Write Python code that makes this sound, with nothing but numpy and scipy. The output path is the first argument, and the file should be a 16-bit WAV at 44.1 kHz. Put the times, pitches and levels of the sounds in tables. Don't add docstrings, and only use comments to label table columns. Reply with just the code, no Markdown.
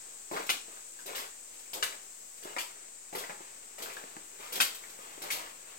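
import sys
import numpy as np
from scipy import signal
from scipy.fft import rfft, irfft, next_fast_len
from scipy.io import wavfile
from scipy.ndimage import uniform_filter1d, map_coordinates

SR = 44100
rng = np.random.default_rng(int(sys.argv[2]) if len(sys.argv) > 2 else 0)


def materialize(psi):
    bounded = np.clip(np.atleast_2d(psi).T, -1, 1)
    quanta = np.round(bounded * 32767).astype(np.int16)
    wavfile.write(sys.argv[1], SR, quanta)


N = 254898
AGE = np.arange(SR // 2) / SR
MIC_LAG_S = 0.00044

# (time [s], thud [dB], change per further contact [dB], hardness [dB],
# hollow ring [Hz], spatter [dB], rub [dB])
HEEL_LANDINGS = [(0.314, -33, -3.5, -7.5, 425, -44.5, -39.5), (1.058, -48.5, 3, -2.5, 406, -38, -45),
                 (1.732, -42.5, 0.5, -23, 482, -33.5, -52), (2.426, -50, -2.5, 1, 410, -44, -47.5),
                 (3.128, -39.5, -2, -4, 434, -46, -48), (3.782, -45, 0, 2, 470, -43.5, -50),
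                 (4.522, -47, -1.5, 0, 500, -32.5, -47.5), (5.217, -43, 0, 0, 437, -37, -45)]
# (time [s], slap [dB], pocket ring [Hz], ring level [dB], wet smack [dB], toe delay [s],
# spatter [dB], spatter decay [s], drag [dB], drag length [s])
SOLE_LANDINGS = [(0.4924, -21, 2400, -10, -16, 0.005, -27, 0.0043, -51, .08),
                 (1.15, -36, 2100, -9, -17, 0.014, -34.5, 0.032, -46, 0.14),
                 (1.8265, -21, 2250, 0, -7.5, 0.04, -30.5, 0.0064, -52.5, 0.18),
                 (2.584, -28.5, 2600, -25, -7, 0.023, -35, 0.022, -58.5, 0.3),
                 (3.179, -47, 2060, 0, -10, 0.026, -35.5, 0.0056, -49, 0.19),
                 (3.817, -52, 2300, -14, 4, 0.037, -35.5, 0.0079, -50.5, 0.35),
                 (4.6021, -17.5, 1820, -0.5, -4, .016, -20, 0.0042, -60.5, 0.51),
                 (5.303, -29, 2390, 1, -3, 0.027, -28.5, 0.023, -46, 0.24)]
# (time [s], level [dB], hardness [dB], ring [Hz], settling time [s])
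GROUND_KNOCKS = [(0.365, -30, 10.5, 580, .007), (2.5651, -29, 7, 1000, 0.0028),
                 (3.15, -34.5, 3.5, 525, 0.012), (3.296, -35.5, 4, 880, 0.0099)]
# (time [s], level [dB])
STRAY_SPLASHES = [(0.462, -40.5), (0.99, -50), (1.536, -52.5), (1.59, -51), (2.37, -56), (3.151, -35.5),
                  (3.925, -45), (4.5531, -30.5), (4.7435, -40), (4.8923, -48)]
# (time [s], level [dB], ring [Hz])
WET_TICKS = [(0.772, -43, 1580), (0.9904, -39.5, 1690), (1.1802, -31.5, 2130), (1.9248, -36, 2330),
             (3.2388, -31, 2090), (3.86, -33, 1540), (3.902, -35, 2470), (3.9683, -31, 1680),
             (4.8374, -36.5, 2150)]
# (time [s], level [dB], hardness [dB], ring [Hz])
GEAR_BUMPS = [(0.682, -43.5, -7, 435), (2.454, -35.5, -9, 404), (3.21, -38, -3, 756),
              (3.406, -39, -10, 380), (4.039, -38, 3.5, 345), (4.167, -34, 4.5, 350), (4.579, -30, 6, 450),
              (4.99, -43, -2, 537), (5.178, -39.5, -5, 430)]
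# (time [s], length [s], level [dB])
FOOT_BRUSHES = [(0.664, 0.24, -61.5), (3.381, 0.21, -60.5), (4.384, 0.18, -52), (4.983, 0.31, -58),
                (5.665, 0.11, -61)]
# (time [s], level [dB])
WASH_LEVELS = [(0, -58.5), (1.5, -59), (3, -60), (4.3, -56), (5.1, -55), (5.78, -56)]
# (time [s], level [dB])
FIZZ_LEVELS = [(0.0, -64.5), (2.59, -63.5), (2.83, -67.5), (4.43, -63.5), (4.59, -60.5), (5.78, -64.5)]

# (frequency [Hz], level [dB])
RUBBER_SPECTRUM = [(40, -30), (100, -23.5), (170, -12), (240, -12), (400, -0.5), (620, 1), (950, -1),
                   (1500, -10.5), (3000, -41), (8000, -64)]
KNOCK_SPECTRUM = [(100, -51), (400, -9.5), (750, 3.5), (1200, 1.5), (1700, -1), (2350, -5.5), (3000, -17),
                  (5000, -18), (12000, -29)]
CLAP_SPECTRUM = [(40, -55), (120, -60), (250, -10.5), (420, -10.5), (750, -6.5), (1200, -4), (1900, -3.5),
                 (2900, 5), (4500, -4), (6500, -12.5), (9000, -11), (16000, -46)]
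SMACK_SPECTRUM = [(60, -45), (500, -28), (2000, -1.5), (3300, -4), (4500, -2.5), (6000, -3.5), (8500, -2),
                  (16000, -35)]
SPRAY_SPECTRUM = [(40, -30), (150, -13), (300, -9), (1500, -6.5), (3000, 3.5), (4500, 3), (6500, 1),
                  (8000, 1.5), (9700, -0.5), (13000, 4), (16000, -1.5)]
GRIT_SPECTRUM = [(150, -23.5), (600, -9), (1100, 2), (1700, -3), (2450, -2.5), (3300, -5.5), (6000, -11.5),
                 (10000, -15), (16000, -14)]
WASH_SPECTRUM = [(20, -25), (40, -10), (90, -18.5), (160, -14), (285, -10), (450, -5.5), (750, -7),
                 (1400, -8.5), (2400, -9), (3500, -12.5), (5000, -17), (8000, -11.5), (16000, -72)]
HISS_SPECTRUM = [(2500, -25), (4500, -15.5), (5800, -11.5), (6900, -4), (7800, 2), (8500, -1), (9300, -15),
                 (10500, -26), (15800, -34)]
FIZZ_SPECTRUM = [(2000, -42), (6000, 0.5), (10000, 0), (16000, -0.5)]

# (frequency [Hz], time to fall 60 dB [s])
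TUNNEL_T60 = [(100, 0.4), (500, 0.4), (2000, 0.32), (4500, 0.36), (8000, 0.32), (15000, 0.23)]
# (frequency [Hz], correlation [0-1])
STEREO_LIKENESS = [(60, 0.57), (300, 1), (1200, 0.32), (2500, 0.33), (4500, 0.054), (15000, 0.026)]
# (frequency [Hz], left minus right [dB])
MIC_BALANCE = [(50, 3), (200, 1), (1500, 2.5), (4000, 3), (8000, 4.5), (10000, -3), (16000, 5.2)]


def heels(contacts=3, gap_s=0.021, pitch_ratio=1.05):
    out = np.zeros((2, N))
    for s, db, roll_db, hard_db, hollow_hz, spatter_db, rub_db in HEEL_LANDINGS:
        for k in range(contacts):
            contact = thud(db + k * roll_db, hard_db, hollow_hz * pitch_ratio ** k, settle_s=0.0064)
            add(out, s + k * gap_s, contact)
        add(out, s, spatter(spatter_db, decay_s=0.01))
        add(out, s + 0.015, scuff(rub_db, length_s=0.15, grit_db=-1.5))
    return out


def soles(toe_db_per_s=-380, toe_pitch=1.2):
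    out = np.zeros((2, N))
    for landing in SOLE_LANDINGS:
        s, db, pocket_hz, ring_db, smack_db, toe_s, spatter_db, spatter_s, drag_db, drag_s = landing
        add(out, s, slap(db, pocket_hz, ring_db, smack_db))
        add(out, s + toe_s, slap(db + toe_db_per_s * toe_s, pocket_hz * toe_pitch, ring_db, smack_db))
        add(out, s + 0.0022, spatter(spatter_db, spatter_s))
        add(out, s + 0.015, scuff(drag_db, drag_s, grit_db=2.5))
    return out


def thud(db, hard_db, hollow_hz, settle_s):
    hollow = amp(-6) * ring(hollow_hz, fade_s=0.032)
    click = pulse(RUBBER_SPECTRUM) + amp(hard_db) * pulse(KNOCK_SPECTRUM) + hollow
    force = blow(settle_s, crumble_db=-1.5)
    return amp(db) * crest(tunnel(force, click, direct_db=-3.5, walls_db=5))


def slap(db, pocket_hz, ring_db, smack_db):
    pocket = amp(ring_db - 1.5) * ring(pocket_hz, fade_s=0.003)
    click = pulse(CLAP_SPECTRUM) + pocket + amp(smack_db + 3) * pulse(SMACK_SPECTRUM)
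    force = blow(settle_s=0.005, crumble_db=6)
    return amp(db - 2.5) * crest(tunnel(force, click, direct_db=0, walls_db=7))


def spatter(db, decay_s):
    shower = (1 - np.exp(-AGE / 0.0011)) * np.exp(-AGE / decay_s)
    drops = grains(shower, per_s=2000, spread_db=2.5)
    return amp(db - 2.5) * crest(tunnel(drops, pulse(SPRAY_SPECTRUM), direct_db=-5, walls_db=2))


def scuff(db, length_s, grit_db):
    stroke = np.sin(np.pi * np.clip(AGE / length_s, 0, 1) ** 0.44)
    jerks = grains(stroke, per_s=500, spread_db=3)
    rubber = tunnel(jerks, pulse(RUBBER_SPECTRUM), direct_db=5, walls_db=7.5)
    scratches = grains(stroke, per_s=700, spread_db=3.5)
    grit = tunnel(scratches, pulse(GRIT_SPECTRUM), direct_db=-2, walls_db=6.5)
    return amp(db + 2) * (crest(rubber) + amp(grit_db) * crest(grit))


def knocks():
    out = np.zeros((2, N))
    for s, db, hard_db, hollow_hz, settle_s in GROUND_KNOCKS:
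        add(out, s, thud(db, hard_db, hollow_hz, settle_s))
    return out


def splashes():
    out = np.zeros((2, N))
    for s, db in STRAY_SPLASHES:
        add(out, s, spatter(db, decay_s=0.0071))
    return out


def ticks(faint_count=8, faint_db=-49, faint_hz=2400):
    out = np.zeros((2, N))
    faint = [((k + when) * N / SR / faint_count, faint_db + 4 * (size - 0.5), faint_hz * 2 ** (note - 0.5))
             for k, (when, size, note) in enumerate(rng.random((faint_count, 3)))]
    for s, db, hz in WET_TICKS + faint:
        click = ring(hz, fade_s=0.005) + amp(-2) * pulse(GRIT_SPECTRUM)
        tick = tunnel(blow(settle_s=0.0017, crumble_db=-5), click, direct_db=-1, walls_db=6)
        add(out, s, amp(db - 6.5) * crest(tick))
    return out


def gear():
    out = np.zeros((2, N))
    for s, db, hard_db, body_hz in GEAR_BUMPS:
        body = amp(-3) * ring(body_hz, fade_s=0.014)
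        click = pulse(RUBBER_SPECTRUM) + amp(hard_db) * pulse(KNOCK_SPECTRUM) + body
        bump = tunnel(blow(settle_s=0.004, crumble_db=-4), click, direct_db=8, walls_db=6)
        add(out, s, amp(db - 4.5) * crest(bump))
    return out


def brushes():
    out = np.zeros((2, N))
    for s, length_s, db in FOOT_BRUSHES:
        add(out, s, scuff(db, length_s, grit_db=5.5))
    return out


def tunnel(force, click, direct_db, walls_db):
    hz, t, bands = signal.stft(tunnel_noise(len(AGE)), SR, nperseg=256)
    decay = amp(-60 * t / along(TUNNEL_T60, hz)[:, None])
    tail = signal.istft(bands * decay, SR, nperseg=256)[1][:, :len(AGE)]
    walls = tunnel_noise(len(AGE)) * amp(walls_db - 60 * AGE / 0.084)
    room = (tail + walls) * (1 - np.exp(-AGE / 0.0011))
    room /= np.linalg.norm(room[0])
    shaded = np.exp(-2 * np.pi * 3500 * AGE)
    direct = amp(direct_db) * shaded / shaded.sum()
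    room += np.array([direct, np.roll(direct, round(MIC_LAG_S * SR))])
    source = signal.fftconvolve(force, click)[:len(AGE)]
    return signal.fftconvolve(room, source[None], axes=1)[:, :len(AGE)]


def far_water(flutter_per_s=14):
    t = np.arange(N) / SR
    flutter = map_coordinates(rng.standard_normal(N // SR * 40), [t * flutter_per_s], mode="mirror")
    level_db = np.interp(t, *np.transpose(WASH_LEVELS)) + 0.75 * flutter
    return coloured(tunnel_noise(N), WASH_SPECTRUM) * amp(level_db + 0.5)


def ambience(hiss_db=-48.5, hiss_db_per_s=-0.55):
    t = np.arange(N) / SR
    wash = far_water()
    hiss = coloured(rng.standard_normal((2, N)), HISS_SPECTRUM) * amp(hiss_db + hiss_db_per_s * t)
    fizz_db = np.interp(t, *np.transpose(FIZZ_LEVELS)) + 6.5
    fizz = coloured(rng.standard_normal((2, N)), FIZZ_SPECTRUM) * amp(fizz_db)
    return (wash + hiss) * amp([[0.5], [-0.5]]) + fizz


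def tunnel_noise(n):
    def blend(hz):
        turn = np.arccos(np.clip(along(STEREO_LIKENESS, hz), -1, 1)) / 2
        return np.array([np.cos(turn), np.sin(turn)])
    mid, side = filtered(rng.standard_normal((2, n)), blend)
    return np.array([mid + side, np.roll(mid - side, round(MIC_LAG_S * SR))])


def blow(settle_s, crumble_db):
    force = amp(crumble_db) * grains(np.exp(-AGE / settle_s), per_s=3000, spread_db=-1.5)
    force[0] += 1
    return force


def grains(envelope, per_s, spread_db):
    n = len(envelope)
    hits = (rng.random(n) < per_s / SR) * rng.choice([-1, 1], n)
    force = hits * amp(spread_db * rng.standard_normal(n)) * envelope
    return force / (np.linalg.norm(force) + 1e-20)


def ring(hz, fade_s, size=2048):
    t = AGE[:size]
    wave = t * np.sin(2 * np.pi * hz * t) * amp(-60 * t / fade_s)
    return wave / np.linalg.norm(wave)


def pulse(spectrum, size=2048):
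    gain = amp(along(spectrum, np.fft.rfftfreq(size, 1 / SR)))
    cepstrum = irfft(np.log(gain))
    cepstrum[1:size // 2] *= 2
    cepstrum[size // 2 + 1:] = 0
    click = irfft(np.exp(rfft(cepstrum)))
    return click / np.linalg.norm(click)


def coloured(noise, spectrum):
    x = filtered(noise, lambda hz: amp(along(spectrum, hz)))
    return x / np.sqrt(np.mean(x ** 2) + 1e-20)


def filtered(x, response):
    n = x.shape[-1]
    padded = next_fast_len(n + SR // 10)
    return irfft(rfft(x, padded) * response(np.fft.rfftfreq(padded, 1 / SR)), padded)[..., :n]


def along(points, hz):
    frequencies, values = np.transpose(points)
    return np.interp(np.log(hz + 1), np.log(frequencies + 1), values)


def crest(x):
    power = uniform_filter1d(np.mean(x ** 2, axis=0), size=176)
    return x / np.sqrt(power.max() + 1e-20)


def amp(db):
    return 10 ** (np.asarray(db) / 20)


def add(track, s, sound):
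    part = track[:, round(s * SR):][:, :sound.shape[1]]
    part += sound[:, :part.shape[1]]


def scene():
    return heels() + soles() + knocks() + splashes() + ticks() + gear() + brushes() + ambience()


def record(dry):
    top_hz, dc_offset = 16000, -0.0006
    heard = filtered(dry, lambda hz: amp(np.outer([0.5, -0.5], along(MIC_BALANCE, hz))))
    return filtered(heard, lambda hz: hz < top_hz) + dc_offset


dry = scene()
out = record(dry)
materialize(out)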